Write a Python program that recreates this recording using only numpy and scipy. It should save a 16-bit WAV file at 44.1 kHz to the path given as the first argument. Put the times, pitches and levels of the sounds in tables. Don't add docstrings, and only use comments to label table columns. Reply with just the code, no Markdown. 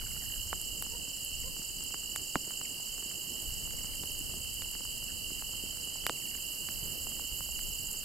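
import sys
import numpy as np
from scipy import signal
from scipy.fft import rfft, irfft
from scipy.io import wavfile
from scipy.ndimage import uniform_filter1d

SR = 44100
rng = np.random.default_rng(int(sys.argv[2]) if len(sys.argv) > 2 else 0)


def wav_record(signal):
    frames = np.transpose(np.atleast_2d(signal))
    bounded = np.clip(frames, -1, 1)
    quanta = np.round(bounded * 32767).astype(np.int16)
    wavfile.write(sys.argv[1], SR, quanta)


def volts(x):
    e = np.asarray(x, float) / 20
    return 10 ** e


N = 354769


def evened(x):
    return x / np.sqrt(np.mean(x ** 2) + 1e-20)


def curve(rows, order=1):
    rows = np.transpose(rows)
    return np.interp(np.arange(N) / SR, rows[0], rows[order])


def read(points, hz):
    f, value = np.transpose(points)
    return np.interp(np.log(hz + 1), np.log(f + 1), value)


def placed(x, pan_db):
    return x * volts([[pan_db / 2], [-pan_db / 2]])


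def add(mix, s, sound):
    part = mix[:, round(s * SR):][:, :sound.shape[1]]
    part += sound[:, :part.shape[1]]


def slow(hz):
    return evened(np.interp(np.arange(N) * hz / SR, np.arange(2100), rng.standard_normal(2100)))


def scattered(x, t60_s):
    t = np.arange(round(.4 * SR)) / SR
    sparse = rng.random((2, len(t))) < .05
    taps = rng.standard_normal((2, len(t))) * sparse * volts(-60 * t / t60_s) * (t > .002)
    taps = taps / np.linalg.norm(taps, axis=1)[:, None]
    return signal.fftconvolve(x, taps, axes=1)[:, :N]


def noise(colour, same, side_db):
    hz = np.fft.rfftfreq(N, 1 / SR)
    a, b = rfft(rng.standard_normal((2, N)))
    left = a * volts(side_db / 2)
    right = (same * a + np.sqrt(1 - same ** 2) * b) / volts(side_db / 2)
    return evened(irfft(np.array([left, right]) * volts(read(colour, hz)), N))


def stroke(length_s, from_hz, to_hz, early=1):
    count = round(length_s * SR)
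    swell = np.sin(np.pi * np.linspace(0, 1, count) ** early) ** 2
    return swell * np.sin(2 * np.pi * np.cumsum(np.linspace(from_hz, to_hz, count)) / SR)


def near_cricket():
    # (start [s], pairs [count], first gap [ms], slowing [ms per pair])
    phrases = [(.043, 24, 60.05, .1), (1.565, 20, 57.9, .134), (2.798, 18, 57.65, .344),
               (3.943, 18, 57.8, .182), (5.034, 3, 58.5, 4), (5.27, 12, 56.2, .8), (6.042, 15, 57.9, .448),
               (7.007, 17, 59.4, .054)]
    # (time [s], gain [dB])
    pair_gain = [(0, -40), (2.5, -38), (4, -39.5), (5, -41.5), (6, -39.5), (7.3, -39), (8.04, -36)]
    out = np.zeros((2, N))
    for start, pairs, gap_ms, slowing_ms in phrases:
        n = np.arange(pairs)
        times = start + (gap_ms * n + slowing_ms * n * (n - 1) / 2) / 1000
        for s, (a, b, c, d) in zip(times, rng.standard_normal((pairs, 4))):
            s = s + .001 * (1 + d)
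            pan_db = -7.5 + 0.21 * s
            for after_s, db in ((0, a - 1), (.0195 + .0003 * c, b)):
                sound = stroke(0.0195, 8050 + 40 * c, 6150 + 40 * c, early=0.65)
                add(out, s + after_s, placed(volts(db) * sound, pan_db))
    out[:, 125:] += 0.52 * out[:, :-125]
    echoes = volts(-12) * scattered(out, .12)
    return volts(curve(pair_gain)) * (out + echoes)


def crowd(low_hz, high_hz, fall_hz, rate, share, pan_db, wet_db, count=14, spread=.1):
    t, out = np.arange(N) / SR, np.zeros((2, N))
    for hz in np.linspace(low_hz, high_hz, count):
        pace = rate * (1 + spread * rng.uniform(-1, 1))
        turns = t * pace + rng.random() + 5 * spread * slow(5)
        within = np.minimum(turns % 1 / share, 1)
        pitch_hz = hz * (1 + .008 * slow(25)) + fall_hz * (.5 - within)
        tone = np.sin(2 * np.pi * np.cumsum(pitch_hz) / SR)
        trill = np.sin(np.pi * within) ** 2 * volts(1.8 * slow(9)) * tone
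        out += placed(trill, pan_db + rng.normal(0, 3))
    dry_crowd = evened(out)
    return evened(dry_crowd + volts(wet_db) * scattered(dry_crowd, 0.58))


def crowds():
    kinds = [(2783, 3040, 260, 54, 0.73, -10, -8), (4593, 4830, 300, 41, .7, -2, -8.5),
             (7030, 9300, 1100, 47, .6, 3, 4)]
    # (time [s], low level [dB], middle level [dB])
    swell = [(0.0, -44.5, -54), (1.72, -45, -52), (7.08, -43, -52), (8.04, -45, -52)]
    low = crowd(*kinds[0], count=12, spread=.05)
    middle, high = (crowd(*row) for row in kinds[1:])
    return low * volts(curve(swell)) + middle * volts(curve(swell, order=2)) + high * volts(-49.5)


def chirper(pace, pan_db):
    # (time against the last stroke [s], mean level [dB])
    fours = [(-.12, -3), (-.089, 1), (-.045, 3), (0, 2)]
    out, (number, last_s) = np.zeros((2, N)), np.transpose(pace)
    for s in np.interp(np.arange(number[-1] + 1), number, last_s):
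        for offset_s, db in fours:
            sound = stroke(.017, 5780, 5150, early=.7)
            add(out, s + offset_s, placed(volts(db + rng.normal(0, 1.6)) * sound, pan_db))
    return out + volts(-9) * scattered(out, 0.05)


def chirpers():
    # (chirp number, time of its last stroke [s])
    right_pace = [(0, .235), (1, .474), (2, .683), (3, .912), (4, 1.175), (9, 2.41), (16, 4.1), (32, 8.0)]
    left_pace = [(0, .13), (9, 2.077), (14, 3.195), (19, 4.283), (20, 4.578), (31, 7.281), (33, 7.819)]
    # (time [s], gain [dB])
    right_gain = [(0, -55), (3.5, -56.5), (5, -57), (8.04, -58.5)]
    return volts(curve(right_gain)) * chirper(right_pace, -17.0) + volts(-60) * chirper(left_pace, 7)


def katydid():
    # (time [s], rate [wing beats/s])
    beat_rate = [(0, 189.7), (1.8, 189.65), (2.3, 190.2), (3.2, 190.35), (8.05, 190.37)]
    # (time [s], level [dB])
    buzz_level = [(0.0, -48.5), (0.31, -46.5), (1.14, -50), (3.71, -46.5), (4.75, -47.5), (6.02, -48),
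                  (6.56, -44), (7.19, -44.5), (8.04, -45)]
    # (frequency [Hz], gain [dB])
    wing = [(9800, -32), (10500, -17), (11100, -7), (11600, -5), (12100, 0), (12650, -7), (13400, -9),
            (16000, -19)]
    # (centre [Hz], width [Hz])
    bands = [(11240, 110), (12700, 250)]
    # (time [s], first band against the buzz [dB], second band against the buzz [dB])
    band_levels = [(0, -5, -8), (1.3, -21.5, -17), (3.6, -15.5, -20), (4.6, -9, -21), (8.04, -12, -21)]
    turns, scrapes = np.cumsum(curve(beat_rate)) / SR, 0
    for late_turns, db in ((0, 5), (.55, -8)):
        beat = turns - late_turns + 1
        size, slip, pitch = rng.standard_normal((2000, 3)).T
        n, t = beat.astype(int), (beat % 1 - .5) / 190
        glide = (11800 + 120 * pitch[n]) * t - 1.3e6 * t ** 2
        phase = 2 * np.pi * glide + 1.45 * np.cumsum(slip)[n]
        scrapes = scrapes + volts(db + size[n]) * np.exp(-(t / 0.0043) ** 2) * np.sin(phase)
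    hz, z = np.fft.rfftfreq(N, 1 / SR), rfft(scrapes)
    rung = evened(irfft(z * volts(read(wing, hz)), N))
    for k, (f, width) in enumerate(bands, 1):
        band = evened(irfft(z * np.exp(-((hz - f) / width) ** 2), N))
        rung = rung + volts(curve(band_levels, order=k)) * band
    near = placed(rung, -15) * volts(0.9 * slow(8))
    echoes = scattered(placed(rung, -14.0), 0.07)
    return volts(curve(buzz_level)) * evened(near + echoes)


def pop(db, length_ms, thump_db, crack_db, pan_db=-3.0):
    t = np.arange(900) / SR
    turns = t * 1000 / length_ms
    swing = -np.sin(2 * np.pi * turns) * (turns / 0.36) * np.exp(1 - turns / 0.27)
    edge = -np.exp(-((t - .00015) / .00004) ** 2)
    highpass = signal.butter(1, 450, "high", fs=SR, output="sos")
    snap = signal.sosfilt(highpass, swing + volts(crack_db) * edge)
    late = np.maximum(t - .0024, 0)
    thump = np.sin(2 * np.pi * 240 * late) * np.exp(-late / 0.003)
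    dull_noise = evened(uniform_filter1d(uniform_filter1d(rng.standard_normal(900), 30), 22))
    splinters = dull_noise * np.sqrt(t / 0.0013) * np.exp(-t / 0.0042)
    after = volts(thump_db) * (thump + 0.26 * splinters)
    return placed(volts(db) * (1.26 * snap + after), pan_db)


def tick(db, top_db, pan_db=3):
    t = np.arange(300) / SR
    burst = 4.0 * (t == 0) + rng.standard_normal(300) * np.exp(-t / 0.0007)
    low = signal.sosfilt(signal.butter(2, [8800, 12000], "band", fs=SR, output="sos"), burst)
    top = signal.sosfilt(signal.butter(2, [12000, 15800], "band", fs=SR, output="sos"), burst)
    return placed(volts(db) * (low / abs(low).max() - volts(top_db) * top / abs(top).max()), pan_db)


def thud(db, hz):
    return placed(volts(db) * stroke(1.9 / hz, 0.67 * hz, 1.16 * hz), -4)


def crackle():
    # (time [s], swing gain [dB], swing length [ms], thump against swing [dB], crack against swing [dB])
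    pops = [(0.5298, -17, 0.89, -26, -40), (0.824, -32.5, 0.84, -35, 4), (1.593, -48, 0.49, 11, -11.5),
            (1.943, -27.5, 0.87, -16.5, -22.5), (2.1607, -26, 0.65, -26, 0),
            (2.3563, -10.5, 0.85, -8.5, -40), (2.475, -37, 2, -5, -25), (2.5073, -35, 0.72, -19, -15.5),
            (2.6136, -32, 0.91, -13, -21.5), (2.7999, -40, 1.4, -9, -35), (3.0258, -39.5, 0.86, -4, -12.5),
            (3.113, -37.5, 0.54, -18, -15.5), (3.709, -36.5, 0.48, -15, -18.5), (4.036, -40, 1.1, 2, 10),
            (4.339, -37, 1.4, -2, -25), (4.449, -45, 0.63, -12, -20), (4.6209, -36.5, 0.6, -21, 9),
            (4.752, -36, 0.64, -5, -27.5), (4.8518, -39, 0.92, -18, -18.5), (5.423, -32, 0.96, -19, -27.5),
            (5.493, -40, 1.4, -11, -25), (5.957, -37, 1.1, -12, -25), (6.0664, -18.5, 0.63, -26, 5),
            (6.0959, -19, 0.93, -16, 2.5), (6.3513, -35.5, 0.55, -5.5, -15.5),
            (6.6879, -29, 0.67, -16, -20.5), (7.069, -32.5, 1.23, -12, -35), (7.196, -33, 1.2, -26, -21),
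            (7.4068, -33, 0.99, -16, -19.5), (7.49, -37.5, 1.4, -25, -23.5), (7.592, -34, 0.56, -23, -17.5)]
    # (time [s], lower band gain [dB], upper band against lower [dB])
    ticks = [(0.615, -26, -8), (0.824, -24.5, 0), (1.1725, -33, -6), (1.248, -23.5, -3), (1.4022, -27, -4),
             (1.838, -25, -11), (2.161, -20, -19), (3.4221, -32, 0), (3.9547, -31, -7), (3.9912, -35, -8),
             (4.0572, -28, -12), (4.118, -27, -9.5), (4.191, -22, -12), (4.542, -29, -6),
             (4.7137, -28.5, -1.5), (4.8513, -31, -3), (5.0394, -31, -2.5), (5.8525, -31, -9),
             (6.0646, -35, -5), (6.0661, -16.5, -15), (7.9143, -27, -4), (7.93, -27, -8)]
    # (time [s], gain [dB], nominal pitch [Hz])
    thuds = [(3.058, -40.5, 267), (4.208, -41, 275), (5.316, -37, 276), (5.636, -37.5, 330),
             (6.1, -29.5, 500), (6.826, -36, 162)]
    base_pop_db, base_puff_db, base_tick_db, spread_db = -54.5, -64.5, -50, 4.5
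    out = np.zeros((2, N))
    for sound, rows in ((pop, pops), (tick, ticks), (thud, thuds)):
        for s, *row in rows:
            add(out, s, sound(*row))
    for when, size, sharp, bright, dull in rng.random((320, 5)):
        extra_db = -spread_db * np.log(1.03 - size)
        small_pop = pop(base_pop_db + extra_db, 0.48 + 0.64 * sharp, -3.5, -27, 16 * dull - 10)
        add(out, N / SR * when, small_pop)
        add(out, N / SR * dull, pop(base_puff_db + extra_db, 0.84, 1.6, -25))
        add(out, N / SR * bright, tick(base_tick_db + extra_db, -6))
    return out + volts(-30) * scattered(out, .04)


def flames():
    # (frequency [Hz], level [dB])
    colour = [(12, -11), (20, 5.5), (91, -2), (267, -5.5), (605, -12), (1460, -21.5), (2170, -19.5),
              (2350, -22.5), (3060, -44), (5170, -120)]
    # (frequency [Hz], left-right likeness [0..1])
    likeness = [(60, 0.26), (180, 0.63), (550, 0.63), (1650, 0.51)]
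    # (frequency [Hz], left-right [dB])
    side = [(30, 3.5), (90, -3), (350, -2), (1800, 0.5)]
    # (time [s], mean rumble level [dB])
    flutter = [(0.0, -42.5), (1.21, -52.5), (1.48, -42.5), (1.59, -51.5), (2.75, -56.5), (3.4, -57),
               (3.49, -46), (6.54, -53.5), (6.87, -48), (8.04, -48.5)]
    # (time [s], level [dB])
    roar_level = [(0.0, -56.5), (2.13, -57), (3.67, -54.5), (4.59, -56.5), (5.73, -55.5), (6.6, -56),
                  (6.84, -52.5), (7.02, -54.5), (7.72, -56.5), (8.04, -55.5)]
    hz = np.fft.rfftfreq(N, 1 / SR)
    both = noise(colour, read(likeness, hz), read(side, hz))
    rumble, below = (signal.sosfiltfilt(signal.butter(2, f, fs=SR, output="sos"), both) for f in (100, 550))
    flapping = (below - rumble) * volts(2.0 * slow(18) + 0.87 * slow(3.72))
    fizz = both - below
    roar = evened(flapping + fizz) * volts(curve(roar_level))
    return evened(rumble) * volts(curve(flutter) + 1.35 * slow(7.4)) + roar


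def hoot(length_s, start_hz, middle_hz, end_hz, db, second_db, late):
    u = np.linspace(0, 1, round(length_s * SR))
    waver, hoarse = slow(90)[:len(u)], slow(160)[:len(u)]
    bend = np.polyfit([0, .5, 1], [start_hz, middle_hz, end_hz], deg=2)
    hz = np.polyval(bend, u) * (1 + .02 * waver)
    phase = 2 * np.pi * np.cumsum(hz) / SR
    levels_db = (0, second_db, second_db - 13, second_db - 13)
    partials = sum(volts(d) * np.sin(k * phase) for k, d in enumerate(levels_db, 1))
    return placed(volts(db + 3 * hoarse) * np.sin(np.pi * u ** late) * partials, -8)


def small_voices():
    # (start [s], chirps [count], mean gap [s], mean gain [dB], nominal pitch [Hz])
    chirp_runs = [(.004, 4, .0515, -57, 1450), (.012, 4, .047, -60, 2050), (.203, 5, .011, -57, 1750),
                  (.29, 4, .02, -58, 1700), (1.42, 1, 0, -58, 2100), (2.643, 1, 0, -55, 2150),
                  (3.776, 4, .05, -60, 2000), (5.082, 2, .012, -59, 1600), (6.164, 3, .049, -59, 2050),
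                  (6.304, 4, .02, -59, 1850)]
    # (time [s], length [s], start pitch [Hz], middle pitch [Hz], end pitch [Hz], mean gain [dB],
    #  second partial against first [dB], lateness of swell [exponent])
    hoots = [(.875, .1, 470, 450, 490, -52, -3, 2.8), (1.43, .075, 450, 520, 485, -53, -7, 1)]
    out = np.zeros((2, N))
    for start, chirps, gap_s, db, hz in chirp_runs:
        for k, (a, b, c) in enumerate(rng.standard_normal((chirps, 3))):
            pitch_hz = hz * (1 + 0.025 * a)
            sound = volts(db + b) * stroke(0.022, 1.36 * pitch_hz, 0.7 * pitch_hz)
            add(out, start + k * gap_s * (1 + .04 * c), placed(sound, 14))
    out = out * (1 + .45 * slow(260))
    out = out + volts(-4) * scattered(out, .09)
    for s, *row in hoots:
        add(out, s, hoot(*row))
    return out


def far_insects():
    # (frequency [Hz], relative level [dB])
    colour = [(2500, -32), (3780, -33), (3900, -11), (4100, -2), (5300, -1.5), (6000, -11.5), (6400, -2),
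              (7800, 2), (9000, -7), (10100, -8.5), (11200, -7.5), (16000, -14.5)]
    return volts(-45.5) * noise(colour, same=0.3, side_db=0.22)


def scene():
    insects = near_cricket() + crowds() + chirpers() + katydid() + far_insects()
    return insects + crackle() + flames() + small_voices()


def roll_off(x):
    return signal.sosfilt(signal.butter(12, 16500, fs=SR, output="sos"), x)


def record(dry):
    lowpass = signal.firwin(511, 15870, window=("kaiser", 9), fs=SR)
    limited = signal.oaconvolve(dry, lowpass[None], "same")
    return roll_off(limited)


dry = scene()
out = record(dry)
wav_record(out)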